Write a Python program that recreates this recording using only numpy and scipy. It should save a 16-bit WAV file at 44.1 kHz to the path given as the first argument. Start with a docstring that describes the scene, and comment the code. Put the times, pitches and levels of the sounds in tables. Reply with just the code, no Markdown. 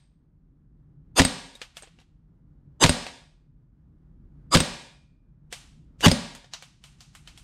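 """A gas blow-back pistol fires plastic pellets at a cloth in a box, close to a phone in a quiet room.
Each shot: banded noise swelling into noise-burst cracks, box modes thumping, slide modes rattled by every
blow, loudest when the slide slams shut. Pellets bounce on hard floor, and once a small metallic click sounds,
probably the trigger resetting: short coloured-noise ticks with a ringing tone and a modal knock.
The room rings behind all of it as bands of dying noise, over a low flickering rumble."""
import sys
import numpy as np
from scipy import signal
from scipy.fft import rfft, irfft
from scipy.io import wavfile
from scipy.ndimage import uniform_filter1d

SR = 44100
rng = np.random.default_rng(int(sys.argv[2]) if len(sys.argv) > 2 else 0)


def materialize(psi):
    """Save the field psi as 16-bit PCM at rate SR to the path in sys.argv[1].

    A 1-D psi becomes a single channel; in a 2-D psi each row is a channel.
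    """
    bounded = np.clip(np.atleast_2d(psi).T, -1, 1)
    quanta = np.round(bounded * 32767).astype(np.int16)
    wavfile.write(sys.argv[1], SR, quanta)


N = 327663

# shots: start_s, crack_db, thump_db, swell_db, room_db, tripod_ring_db, rumble_sunk_db
SHOTS = [(1.1943, -8, -12, -14.5, 0.5, -65, -64.5), (2.838, -7.5, -11.5, -13, 1.77, -62, -62),
         (4.5475, -7.5, -12, -15, 1, -50, -62), (6.059, -7.5, -10.5, -13, 0, -69.5, -64)]
# blows in a shot, relative to its levels: crack_db, crack_t60_s, thump_db, slide_ring_db
# rows: gas leaves muzzle, blast returns from box, pellet hits cloth, slide hits rear stop, slide slams shut
BLOWS = [(4, 0.024, -11, -14.5), (-2, 0.036, 3, -25), (-3.5, .02, 0, -28.5), (-6.5, 0.034, -6, -13.5),
         (-2, 0.016, -5, -1.5)]
# delay of each blow after the first: delay_s
BLOW_DELAYS_S = [0, .0042, .0115, .022, .0553]
# crack spectrum: freq_hz, density_db
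CRACK_SPECTRUM = [(240, -31.5), (400, -2.5), (979, -3.5), (1290, -7.5), (1680, -3.5), (3160, -6.5),
                  (3470, -4), (5110, -8.5), (5520, -11.5), (8500, -14), (16000, -40.5)]
# box modes: freq_hz, level_db, t60_s
BOX_MODES = [(47, -12.5, 0.033), (96, -4, 0.073), (175.95, -4.5, 0.079), (243.3, -2.5, 0.074),
             (357, -3.5, 0.033), (509.4, -7, 0.1), (624, -6, .04), (1020, -11, 0.039)]
# metal slide modes: freq_hz, level_db, t60_s
SLIDE_MODES = [(1940, -18, 0.025), (3000, -15.5, 0.019), (3800, -11.5, 0.058), (4680, -13, 0.036),
               (5050, -15, 0.061), (6420, -19, 0.028), (6845, -18, 0.029), (8400, -10, 0.046),
               (8920, -23, 0.078), (8170, -25, .09)]
# tripod modes: freq_hz, level_db, t60_s
TRIPOD_MODES = [(2345, -2, 1.15), (2410, 0, 1.2), (2500, -2, 1.1), (2540, -2, 1.1), (2680, -5, .9)]
# swelling hiss spectrum: freq_hz, density_db
SWELL_SPECTRUM = [(80, -20), (200, 0.5), (1160, -1), (1680, -5.5), (1940, -4.5), (2330, -11.5), (3830, -3),
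                  (4200, -16), (4770, -1), (5730, -19.5), (6400, -9), (8420, -11), (10700, -21),
                  (16000, -45)]
# pellet bounces, and at 1.8229 s a small metallic click, probably the trigger resetting:
# start_s, level_db, ring_hz, ring_db, knock_db, treble_db, room_db
TICKS = [(1.5529, -40, 3770, 0, -8, -5, 4), (1.6162, -24.5, 2990, -18, -10, -18, 13),
         (1.769, -28, 2670, -23, -15, -11, 14), (1.8229, -39.5, 8500, -4, -10, -15.5, 3),
         (1.8332, -39.5, 2710, -12, -4.5, -24, 23), (1.8737, -45.5, 3000, -18, -5.5, -22, 13.5),
         (1.9875, -43.5, 2870, -22, -11.5, -22, 6), (2.0012, -45.5, 2860, -24, -24, -17, 18),
         (2.014, -48, 2810, -20, -13, -19, 13.5), (3.0658, -23, 2600, -24, -11, -23, 7),
         (5.5259, -21.5, 3200, -36, -14, -11, 17), (6.0074, -25.5, 3800, -22, -13.5, -10.5, 25),
         (6.3502, -32, 2500, -21, -23, -9, 10), (6.4438, -43, 3640, -12.5, -5.5, -21, 6),
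         (6.536, -22.5, 4400, -14, -33, -19.5, 15), (6.6241, -33.5, 2950, -25, -15.5, -13, 19),
         (6.8393, -36.5, 2960, -9.5, -19, -11.5, 24), (7.006, -36, 4600, -15, -23.5, -12.5, 22.5),
         (7.1505, -34.5, 2340, -21.5, -27.5, -10.5, 20.5), (7.2748, -34, 3100, -9.5, -47, -16, 22),
         (7.3756, -37, 3350, -12, -39, -8, 22)]
# tick spectrum: freq_hz, density_db
TICK_SPECTRUM = [(300, -26), (700, -5.5), (1500, -5.5), (3000, -4.5), (5000, -6), (8500, 3), (13000, -11),
                 (16000, -27.5)]
# floor modes, the knock under the ticks: freq_hz, level_db, t60_s
FLOOR_MODES = [(510, -6.5, 0.048), (725, -4.5, 0.054), (1098, -11.5, 0.012), (1680, 0, 0.013)]
# room tail bands: centre_hz, level_db, t60_s
ROOM_BANDS = [(98, -12.5, 0.44), (254.2, -2.5, .6), (520, -8, 0.28), (910, -2, 0.84), (2160, -4, 0.82),
              (4130, -3.5, 0.84), (7600, -1, 0.74), (12700, 2.5, 0.3)]
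# shot before the start, only its tail is left: start_s, crack_db, rumble_sunk_db
EARLIER_SHOT = (-0.36, -9, -63.5)
# rumble spectrum: freq_hz, density_db
RUMBLE_SPECTRUM = [(12, -43.5), (20, 1), (48, 0.5), (86, -9.5), (116, -9.5), (150, -2.5), (187, -13.5),
                   (293, -19), (422, -31.5), (513, -35.5), (738, -41.5), (825, -40.5), (1480, -45),
                   (2600, -59.5), (16000, -77.5)]

CRACK_RISE_T60_S, THUMP_LAG_S, THUMP_PUSH_S = 0.0054, 0.0014, 0.0015
SWELL_S, SWELL_POWER = 0.047, 1.8
SWELL_BANDS_DB = 6  # random unevenness across the hiss
NEAR_DB, NEAR_T60_S = -12.5, 0.11  # echoes of a tick from near surfaces
LEAD_DB, LEAD_S = -27, 0.034  # hiss ahead of a tick
ROOM_DB, ROOM_GAP_S, ROOM_BEND_DB_PER_S2 = -10.5, 0.0056, -24
QUIET_DB, QUIET_DB_PER_DB, QUIET_S = -51.5, 0.34, 0.047  # threshold, slope, averaging window
CREEP_DB_PER_S = 8
BOOM_DB, BOOM_T60_S = -40, 0.89
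SIDE_HZ, SIDE_DB = 10500, -4.5
TOP_HZ = 15900
CEILING = 0.97  # limit of the peak rounding


def undb(db):
    """Decibels to amplitude ratio."""
    return 10 ** (np.asarray(db) / 20)


def unit(x):
    """Scale to unit RMS."""
    return x / np.sqrt(np.mean(x ** 2))


def energy_root(x):
    """Root of the summed squares."""
    return np.sqrt(np.sum(x ** 2))


def colour(x, table, size=4096):
    """Unit-energy minimum-phase filter through (freq_hz, density_db) points."""
    hz, db = np.transpose(table)
    grid_hz = np.maximum(np.arange(size // 2 + 1) * SR / size, 1)
    log_gain = np.interp(np.log(grid_hz), np.log(hz), db) * np.log(10) / 20
    # folding the cepstrum makes the filter causal
    cepstrum = irfft(log_gain)
    cepstrum[1:size // 2] *= 2
    cepstrum[size // 2 + 1:] = 0
    response = irfft(np.exp(rfft(cepstrum)))[:size // 2]
    return signal.fftconvolve(x, response / energy_root(response))[:len(x)]


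def fade(t60_s, size):
    """Exponential decay, 60 dB in t60_s."""
    return np.exp(-np.log(1000) * np.arange(size) / SR / t60_s)


def ring(modes, scatter_db, size, detune):
    """Decaying sines of struck modes; each blow scatters their levels and pitches."""
    t = np.arange(size) / SR
    out = np.zeros(size)
    for hz, db, t60_s in modes:
        level_chance, pitch_chance = rng.standard_normal(2)
        tone = np.sin(2 * np.pi * hz * (1 + detune * pitch_chance) * t)
        out += undb(db + scatter_db * level_chance) * tone * fade(t60_s, size)
    return out


def add(out, start_s, x):
    """Mix x into out at start_s."""
    i = int(start_s * SR)
    out[i:i + len(x)] += x[:len(out) - i]


def walk(rate_hz):
    """Random levels held 1 / rate_hz, smoothed by two running means."""
    hold = int(SR / rate_hz)
    steps = np.repeat(rng.standard_normal(N // hold + 1), hold)
    return uniform_filter1d(uniform_filter1d(steps, hold), hold)[:N]


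def pistol():
    """All shots: blows, tripod ring and swelling hiss; dry and room shares."""
    dry, wet = np.zeros(N), np.zeros(N)
    for start_s, crack_db, thump_db, swell_db, room_db, tripod_db, _ in SHOTS:
        for delay_s, (c_db, t60_s, t_db, slide_db) in zip(BLOW_DELAYS_S, BLOWS):
            near, far = blow(crack_db + c_db, t60_s, thump_db + t_db, crack_db + slide_db)
            add(dry, start_s + delay_s, near)
            add(wet, start_s + delay_s, far * undb(room_db))
        add(dry, start_s, undb(tripod_db) * ring(TRIPOD_MODES, 1.5, 65536, 0.003))
        add(dry, start_s - SWELL_S, undb(swell_db) * swell())
    return dry, wet


def blow(crack_db, t60_s, thump_db, slide_db, size=32768):
    """One blow sums noise crack, box thump and slide ring; dry and room shares."""
    crack, pop = noise_crack(t60_s, size)
    thump = undb(thump_db) * box_thump(size)
    metal = slide_ring(size)
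    near = undb(crack_db) * crack + undb(slide_db) * metal
    far = undb(crack_db) * pop + undb(slide_db - 10) * metal
    # minus: the thump sucks first
    return near - thump, far - thump


def noise_crack(t60_s, size):
    """Coloured noise burst with a fast rise, and a smooth pop of equal energy for the room."""
    shape = fade(t60_s, size) * (1 - fade(CRACK_RISE_T60_S, size))
    crack = colour(rng.standard_normal(size) * shape, CRACK_SPECTRUM)
    impulse = np.zeros(size)
    impulse[0] = energy_root(shape)
    return crack, colour(impulse, CRACK_SPECTRUM)


def box_thump(size):
    """Box modes driven by a short, soft, delayed push."""
    lag = np.zeros(int(THUMP_LAG_S * SR))
    push = np.r_[lag, np.hanning(int(THUMP_PUSH_S * SR) + 3)]
    return signal.fftconvolve(ring(BOX_MODES, 3.7, size, 0.056), push / push.sum())[:size]


def slide_ring(size):
    """Metal slide modes rung by a rattling contact, a decaying noise burst."""
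    rattle = rng.standard_normal(size) * fade(0.0096, size)
    modes = ring(SLIDE_MODES, 3.5, size, 0.0011)
    return signal.fftconvolve(modes, rattle / energy_root(rattle))[:size]


def swell():
    """Randomly banded hiss rising up to a crack."""
    n = int(SWELL_S * SR)
    rise = np.sin(np.pi / 2 * np.arange(n) / n) ** (2 * SWELL_POWER)
    bands = np.c_[np.arange(900, 16000, 330), SWELL_BANDS_DB * rng.standard_normal(46)]
    hiss = colour(colour(rng.standard_normal(3 * n), SWELL_SPECTRUM), bands)
    return rise * unit(hiss[2 * n:])


def hard_ticks(size=4096):
    """Pellet bounces and the metallic click: noise smeared by near surfaces, tone, knock; dry and room shares."""
    dry, wet, t = np.zeros(N), np.zeros(N), np.arange(size) / SR
    direct = fade(0.0068, size) * (1 - fade(0.003, size))
    echoes = undb(NEAR_DB) * fade(NEAR_T60_S, size) * (1 - fade(0.017, size))
    smear = direct + echoes
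    impulse = 1.0 * (t == 0)
    for start_s, db, hz, ring_db, knock_db, treble_db, room_db in TICKS:
        # each tick favours the band around its ring and has its own share of treble
        own_colour = sorted([(hz / 2.9, 0), (hz, 4.0), (min(hz * 1.6, 6000), 0), (9000, treble_db)])
        tick = colour(colour(rng.standard_normal(size) * smear, TICK_SPECTRUM), own_colour)
        pop = colour(colour(impulse, TICK_SPECTRUM), own_colour)
        tone = undb(ring_db) * np.sin(2 * np.pi * hz * t) * fade(0.048, size)
        knock = undb(knock_db) * ring(FLOOR_MODES, 3.3, size, 0.074)
        add(dry, start_s, (tick + tone + knock) * undb(db))
        add(wet, start_s, pop * undb(db + room_db))
        # faint hiss leads into each tick
        n = int(LEAD_S * SR)
        hiss = colour(colour(rng.standard_normal(size), TICK_SPECTRUM), own_colour)
        lead = hiss[-n:] * (np.arange(n) / n) ** 3.2
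        add(dry, start_s - LEAD_S, lead * undb(db + LEAD_DB))
    return dry, wet


def room(size=50000):
    """Room impulse response: bands of noise, each dying at its own rate."""
    t, out = np.arange(size) / SR, np.zeros(size)
    for hz, db, t60_s in ROOM_BANDS:
        edges_hz = [hz / 1.59, min(hz * 1.45, 0.45 * SR)]
        band = signal.butter(2, edges_hz, "band", fs=SR, output="sos")
        out += undb(db) * signal.sosfilt(band, rng.standard_normal(size)) * fade(t60_s, size)
    # soft onset; the tail falls ever faster
    out = out * (1 - np.exp(-t / ROOM_GAP_S)) * undb(ROOM_BEND_DB_PER_S2 * t ** 2)
    return undb(ROOM_DB) * out / energy_root(out)


def suppress(x):
    """Phone noise suppressor: attenuation grows with depth under a power threshold."""
    power = np.maximum(uniform_filter1d(x ** 2, int(QUIET_S * SR)), 1e-12)
    under_db = np.minimum(10 * np.log10(power) - QUIET_DB, 0)
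    return x * undb(QUIET_DB_PER_DB * under_db)


def rumble():
    """Low noise that booms at each shot, sinks and creeps back; each band flickers alone."""
    t = np.arange(N) / SR
    earlier_s, _, earlier_sunk_db = EARLIER_SHOT
    level = undb(earlier_sunk_db + CREEP_DB_PER_S * (t - earlier_s))
    for start_s, *_, sunk_db in SHOTS:
        since_s = np.maximum(t - start_s, 0)
        boom = undb(BOOM_DB - 60 * since_s / BOOM_T60_S)
        creep = undb(sunk_db + CREEP_DB_PER_S * since_s)
        level = np.where(t < start_s, level, np.hypot(creep, boom))
    noise = unit(colour(rng.standard_normal(N), RUMBLE_SPECTRUM))
    below = []
    for edge_hz in (45, 90, 200, 400):
        low = signal.butter(3, edge_hz, fs=SR, output="sos")
        below.append(signal.sosfiltfilt(low, noise))
    # differences of successive low-passes are bands
    bands = np.diff([0 * noise, *below, noise], axis=0)
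    return sum(band * undb(1.6 * walk(19)) for band in bands) * level


def scene():
    """Shots and ticks with room tail, suppressed, widened in the top treble, over the rumble."""
    shots, shots_wet = pistol()
    ticks, ticks_wet = hard_ticks()
    tail = room()
    wet = signal.fftconvolve(shots_wet + ticks_wet, tail)[:N]
    earlier_s, earlier_db, _ = EARLIER_SHOT
    earlier_far = blow(earlier_db, 0.023, -25, -8)[1]
    earlier_tail = signal.fftconvolve(earlier_far, tail)
    add(wet, 0, earlier_tail[int(-earlier_s * SR):])
    mid = suppress(shots + ticks + wet)
    # the two channels differ only in the top treble
    high = signal.butter(8, SIDE_HZ, "high", fs=SR, output="sos")
    scramble = unit(uniform_filter1d(rng.standard_normal(N), size=30))
    side = undb(SIDE_DB) * scramble * signal.sosfilt(high, mid)
    return mid + rumble() + np.array([side, -side])


def record(dry):
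    """The phone drops the deepest bass, rounds the loudest peaks and cuts the top."""
    bass_cut = signal.butter(2, 30, "high", fs=SR, output="sos")
    top_cut = signal.ellip(10, 0.2, 80, TOP_HZ, fs=SR, output="sos")
    rounded = CEILING * np.tanh(1.095 * signal.sosfilt(bass_cut, dry) / CEILING)
    return signal.sosfilt(top_cut, rounded)


dry = scene()
out = record(dry)
materialize(out)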